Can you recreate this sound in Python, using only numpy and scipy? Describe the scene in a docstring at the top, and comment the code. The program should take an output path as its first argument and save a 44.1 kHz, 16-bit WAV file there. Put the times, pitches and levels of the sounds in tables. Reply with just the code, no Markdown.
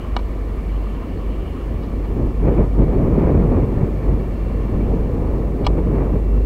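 """Diesel locomotives idling in a rail yard.

Engine firing makes a low exhaust hum; distant machinery adds rumble, clatter, thin whines and an air leak.
Wind gusts rumble on the port of a small microphone, whose plastic case clicks in the hand.
The electronics add a steady hiss."""
import sys
import numpy as np
from scipy import signal
from scipy.fft import rfft, irfft, next_fast_len
from scipy.io import wavfile

SR = 44100
rng = np.random.default_rng(int(sys.argv[2]) if len(sys.argv) > 2 else 0)


def store_wav(level_fs):
    """Save 16-bit WAV to argv[1]."""
    pcm = np.round(np.clip(np.atleast_2d(level_fs), -1, 1) * 32767)
    wavfile.write(sys.argv[1], SR, pcm.T.astype(np.int16))


N = 284445


def exhaust():
    """Firing tone of an idling diesel over weaker crank orders; all follow one wavering speed."""
    # Each row: time in seconds, firing tone level in dB.
    firing_levels = [(0.0, -26.5), (0.12, -22), (0.93, -21.5), (1.1, -27), (1.3, -21), (1.47, -29.5),
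                     (1.59, -23), (1.72, -26), (2.2, -21.5), (2.5, -16.5), (3.33, -20), (3.44, -19.5),
                     (3.98, -22), (4.13, -16), (4.24, -24), (4.35, -20), (5.25, -21.5), (5.9, -17),
                     (6.15, -17.5), (6.45, -14)]
    # Each row: frequency in Hz, level in dB.
    crank_orders = [(61.4, -46), (73.6, -37), (85.9, -41), (98.2, -41)]
    firing_hz = 49.62
    firing_db, = in_time(firing_levels)
    speed = 1 + 0.0053 * drift(3.3)
    orders = sum(amp(db + drift(2.8)) * tone(hz * speed) for hz, db in crank_orders)
    return amp(firing_db + 1.2 * drift(6.0)) * tone(firing_hz * speed) + orders


def machinery():
    """Distant engine rumble, casings rung by valve and pump noise, two whines and leaking air."""
    # Each row: time in seconds, relative clatter level in dB, upper whine in dB, air leak in dB.
    yard_levels = [(0.0, -47, -66, -53), (0.5, -49, -70, -64), (0.8, -48, -60.5, -58.5),
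                   (1.35, -49, -67, -55), (2.1, -50, -65.5, -61.5), (2.35, -50.5, -62, -65),
                   (2.5, -50.5, -69, -64), (3.4, -48.5, -69, -64.5), (3.7, -49.5, -62, -65),
                   (4.1, -48.5, -68, -65), (4.35, -48.5, -61, -65), (4.7, -49, -60, -61.5),
                   (5.5, -51, -66.5, -69), (6.45, -52, -59, -66)]
    # Each row: frequency in Hz, relative spectral density in dB.
    rumble_spectrum = [(15, -23), (30, -5), (70, -1.5), (113, -13.5), (264, -11), (460, -18), (700, -25),
                       (1200, -39.5), (1500, -42), (2400, -38), (2600, -48.5), (3400, -54.5), (4600, -59),
                       (7000, -69.5)]
    # Each row: resonance in Hz, width in Hz, level in dB.
    casing_modes = [(1073, 355, -47.5), (1773, 180, -59), (2278, 100, -60.5), (3310, 90, -77),
                    (3500, 53, -75), (4255, 640, -70.5), (4290, 60, -77)]
    rumble_db, lower_whine_db = -27.5, -68
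    upper_whine_hz, lower_whine_hz = 2717, 1934
    clatter_db, whine_db, leak_db = in_time(yard_levels)
    swell_db = clatter_db - clatter_db.mean()
    centres_hz, noise = bands(rumble_spectrum, together_db=.4, own_db=.8, rate_hz=8.0)
    treble_share = np.clip(np.log2(centres_hz / 500) / 2, 0, 1)[:, None]
    rumble = amp(rumble_db) * (noise * amp(treble_share * swell_db)).sum(axis=0)
    casings = sum(amp(db + swell_db + 2.3 * drift(15.0)) * narrow_noise(hz, width_hz)
                  for hz, width_hz, db in casing_modes)
    whines = amp(whine_db + 1.8 * drift(25.0)) * tone(upper_whine_hz + 2 * drift(15.0))
    whines += amp(lower_whine_db + 3.4 * drift(4.0)) * tone(lower_whine_hz + 2 * drift(21.0))
    leak = amp(leak_db + 2.0 * drift(9.8)) * narrow_noise(hz=2900, width_hz=480)
    return rumble + casings + whines + leak


def wind():
    """Turbulence on the microphone port: a breeze plus bell-shaped buffets that tilt its spectrum."""
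    # Each row: frequency in Hz, relative spectral density in dB.
    wind_spectrum = [(9, -30), (15, -12), (48, -4), (128, -3.5), (376, -9), (455, -9.5), (651, -20),
                     (1200, -30), (1420, -39), (2380, -43), (2600, -47.5), (3000, -56.5), (3500, -62),
                     (5000, -84)]
    # Each row: time in seconds, level in dB.
    breeze_levels = [(0.0, -38.5), (0.8, -35), (1.2, -30.5), (1.6, -35.5), (2.0, -26), (2.4, -27),
                     (2.72, -26), (2.95, -15), (3.3, -14), (3.55, -14.5), (3.7, -20.5), (4.0, -24),
                     (4.45, -27.5), (4.7, -23.5), (5.35, -20), (5.57, -22.5), (5.9, -18.5), (6.1, -25.5),
                     (6.45, -24.5)]
    # Each row: peak time in seconds, level in dB, rise in seconds, tilt in dB per octave.
    buffets = [(1.747, -27.5, .04, -2), (2.211, -18, 0.05, -2.5), (2.487, -12.5, 0.039, 0),
               (2.598, -12.5, 0.031, -0.5), (2.809, -12, 0.018, -1.5), (3.236, -19, 0.05, 3.5),
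               (3.569, -16.5, 0.027, 0), (3.822, -18, 0.027, -2), (4.104, -20, 0.058, -1),
               (4.744, -19.5, 0.025, -3), (4.917, -23, 0.037, 0), (5.64, -19, 0.018, -1.5),
               (5.784, -17.5, 0.014, 1), (5.976, -19.5, 0.078, 1.5), (6.141, -17.5, 0.019, -1)]
    breeze_db_per_oct, fall_to_rise = -1, 1.37
    breeze_db, = in_time(breeze_levels)
    power = amp(2 * breeze_db)
    weighted_tilt = power * breeze_db_per_oct
    for peak_s, db, rise_s, db_per_oct in buffets:
        age_s = np.arange(N) / SR - peak_s
        width_s = np.where(age_s > 0, fall_to_rise * rise_s, rise_s)
        buffet_power = amp(2 * db) * np.exp(-(age_s / width_s) ** 2)
        power += buffet_power
        weighted_tilt += buffet_power * db_per_oct
    centres_hz, noise = bands(wind_spectrum, together_db=1.5, own_db=0.88, rate_hz=48.0)
    octaves = np.log2(centres_hz / 250)[:, None]
    return np.sqrt(power) * (noise * amp(octaves * weighted_tilt / power)).sum(axis=0)


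def case_clicks():
    """A snap and a burst of contact noise ring the plastic case; the hand damps the treble."""
    # Each row: start in seconds, gain in dB, decay in seconds, tilt in dB per octave, snap share 0-1.
    contacts = [(0.166, -12, .002, 1, 0.63), (0.19, -30, .004, -0.5, 0.4), (1.828, -29, 0.019, -2, 0.3),
                (2.041, -29, .012, -9, 0.1), (5.644, -28, 0.015, 3.5, 0.1),
                (5.6656, -18, 0.0017, 6.5, 0.25), (5.6672, -12.5, 0.0045, -1, 0.6)]
    # Each row: frequency in Hz, gain in dB, T60 in seconds.
    case_modes = [(620, -12, .03), (814, -5, 0.032), (978, -1, 0.038), (1183, 0, 0.024), (1440, -7, 0.014),
                  (1770, -7, 0.01), (2280, -8.5, 0.021), (2934, -9.5, .015), (3320, -9.5, 0.011),
                  (3830, -10, 0.011), (4150, -14.5, 0.013), (4360, -21.5, 0.0092), (5000, -19, 0.013),
                  (5760, -27.5, 0.014), (6230, -31, .008), (7740, -15, .007), (10500, -17, .005)]
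    rise_s, hand_cutoff_hz = .004, 5250
    out = np.zeros(N)
    age_s = np.arange(SR // 10) / SR
    for start_s, click_db, decay_s, db_per_oct, snap in contacts:
        envelope = (1 - np.exp(-age_s / rise_s)) * np.exp(-age_s / decay_s)
        force = rng.standard_normal(len(age_s)) * envelope
        force *= (1 - snap) / np.sqrt(np.sum(force ** 2))
        force[0] = snap
        at = round(start_s * SR)
        for hz, mode_db, t60_s in case_modes:
            r, w = amp(-60 / (t60_s * SR)), 2 * np.pi * hz / SR
            ring = signal.lfilter([0, np.sin(w)], [1, -2 * r * np.cos(w), r * r], force)
            gain = amp(click_db + mode_db + db_per_oct * np.log2(hz / 1000))
            out[at:at + len(ring)] += gain * ring
    return signal.sosfilt(signal.butter(4, hand_cutoff_hz, fs=SR, output="sos"), out + 1e-18)


def electronics():
    """Steady circuit hiss, a faint high tone and a DC offset."""
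    # Each row: frequency in Hz, relative spectral density in dB.
    hiss_spectrum = [(2000, 6.5), (5000, 0.5), (9000, -2), (17000, -3)]
    hiss_db, tone_db, dc_offset = -59, -85, -.0048
    _, noise = bands(hiss_spectrum, together_db=0.0, own_db=0.45, rate_hz=6.2)
    return amp(hiss_db) * noise.sum(axis=0) + amp(tone_db) * tone(hz=15197) + dc_offset


def amp(db):
    """Decibels to gain."""
    return 10 ** (np.asarray(db) / 20)


def rms_one(x):
    """Scale to rms 1."""
    return x / np.sqrt(np.mean(x ** 2) + 1e-20)


def in_time(rows):
    """Columns of a timed table, interpolated to every sample."""
    times_s, *columns = np.transpose(rows)
    return [np.interp(np.arange(N) / SR, times_s, column) for column in columns]


def drift(rate_hz):
    """Slow random wander of rms 1: coarse noise through two one-pole low-passes."""
    step, settle = 40, 2000
    r = np.exp(-2 * np.pi * rate_hz * step / SR)
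    noise = rng.standard_normal(N // step + settle + 2)
    slow = signal.lfilter([1], [1, -2 * r, r * r], noise)[settle:]
    return np.interp(np.arange(N) / step, np.arange(len(slow)), rms_one(slow - slow.mean()))


def tone(hz):
    """Sine of rms 1 following a frequency."""
    return np.sqrt(2) * np.sin(2 * np.pi * (np.cumsum(hz * np.ones(N)) / SR + rng.random()))


def narrow_noise(hz, width_hz):
    """Noise twice through a two-pole resonance; rms 1."""
    r = np.exp(-np.pi * width_hz / SR)
    section = [1, 0, -1, 1, -2 * r * np.cos(2 * np.pi * hz / SR), r * r]
    return rms_one(signal.sosfilt([section, section], rng.standard_normal(N)))


def bands(spectrum, together_db, own_db, rate_hz):
    """Centres in Hz and third-octave noise bands that flicker together and alone; their sum has rms 1."""
    hz, db = np.transpose(spectrum)
    size = next_fast_len(N + SR)
    bins_hz = np.arange(size // 2 + 1) * SR / size
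    colour = amp(np.interp(np.log(bins_hz + 1), np.log(hz), db))
    noise = irfft(colour * rfft(rng.standard_normal((2, size))), size)
    edges_hz = np.geomspace(hz[0], hz[-1], int(3 * np.log2(hz[-1] / hz[0])) + 1)
    centres_hz = np.sqrt(edges_hz[1:] * edges_hz[:-1])
    common_db = together_db * drift(rate_hz)
    out = np.zeros((len(centres_hz), N))
    for k in range(len(out)):
        bandpass = signal.butter(2, edges_hz[k:k + 2], "band", fs=SR, output="sos")
        band = signal.sosfilt(bandpass, noise[k % 2])[-N:]  # neighbours use independent noise
        out[k] = band * amp(common_db + own_db * drift(rate_hz))
    return centres_hz, out / np.sqrt(np.mean(out.sum(axis=0) ** 2))


def scene():
    """All sources at one microphone."""
    return (exhaust() + machinery() + wind() + case_clicks())[None, :]


def record(dry):
    """Circuit noise, soft clipping and a steep low-pass."""
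    ceiling, cutoff_hz = .9, 15710
    clipped = ceiling * np.tanh((dry + electronics()) / ceiling)
    return signal.sosfilt(signal.ellip(16, .5, 55, cutoff_hz, fs=SR, output="sos"), clipped)


dry = scene()
out = record(dry)
store_wav(out)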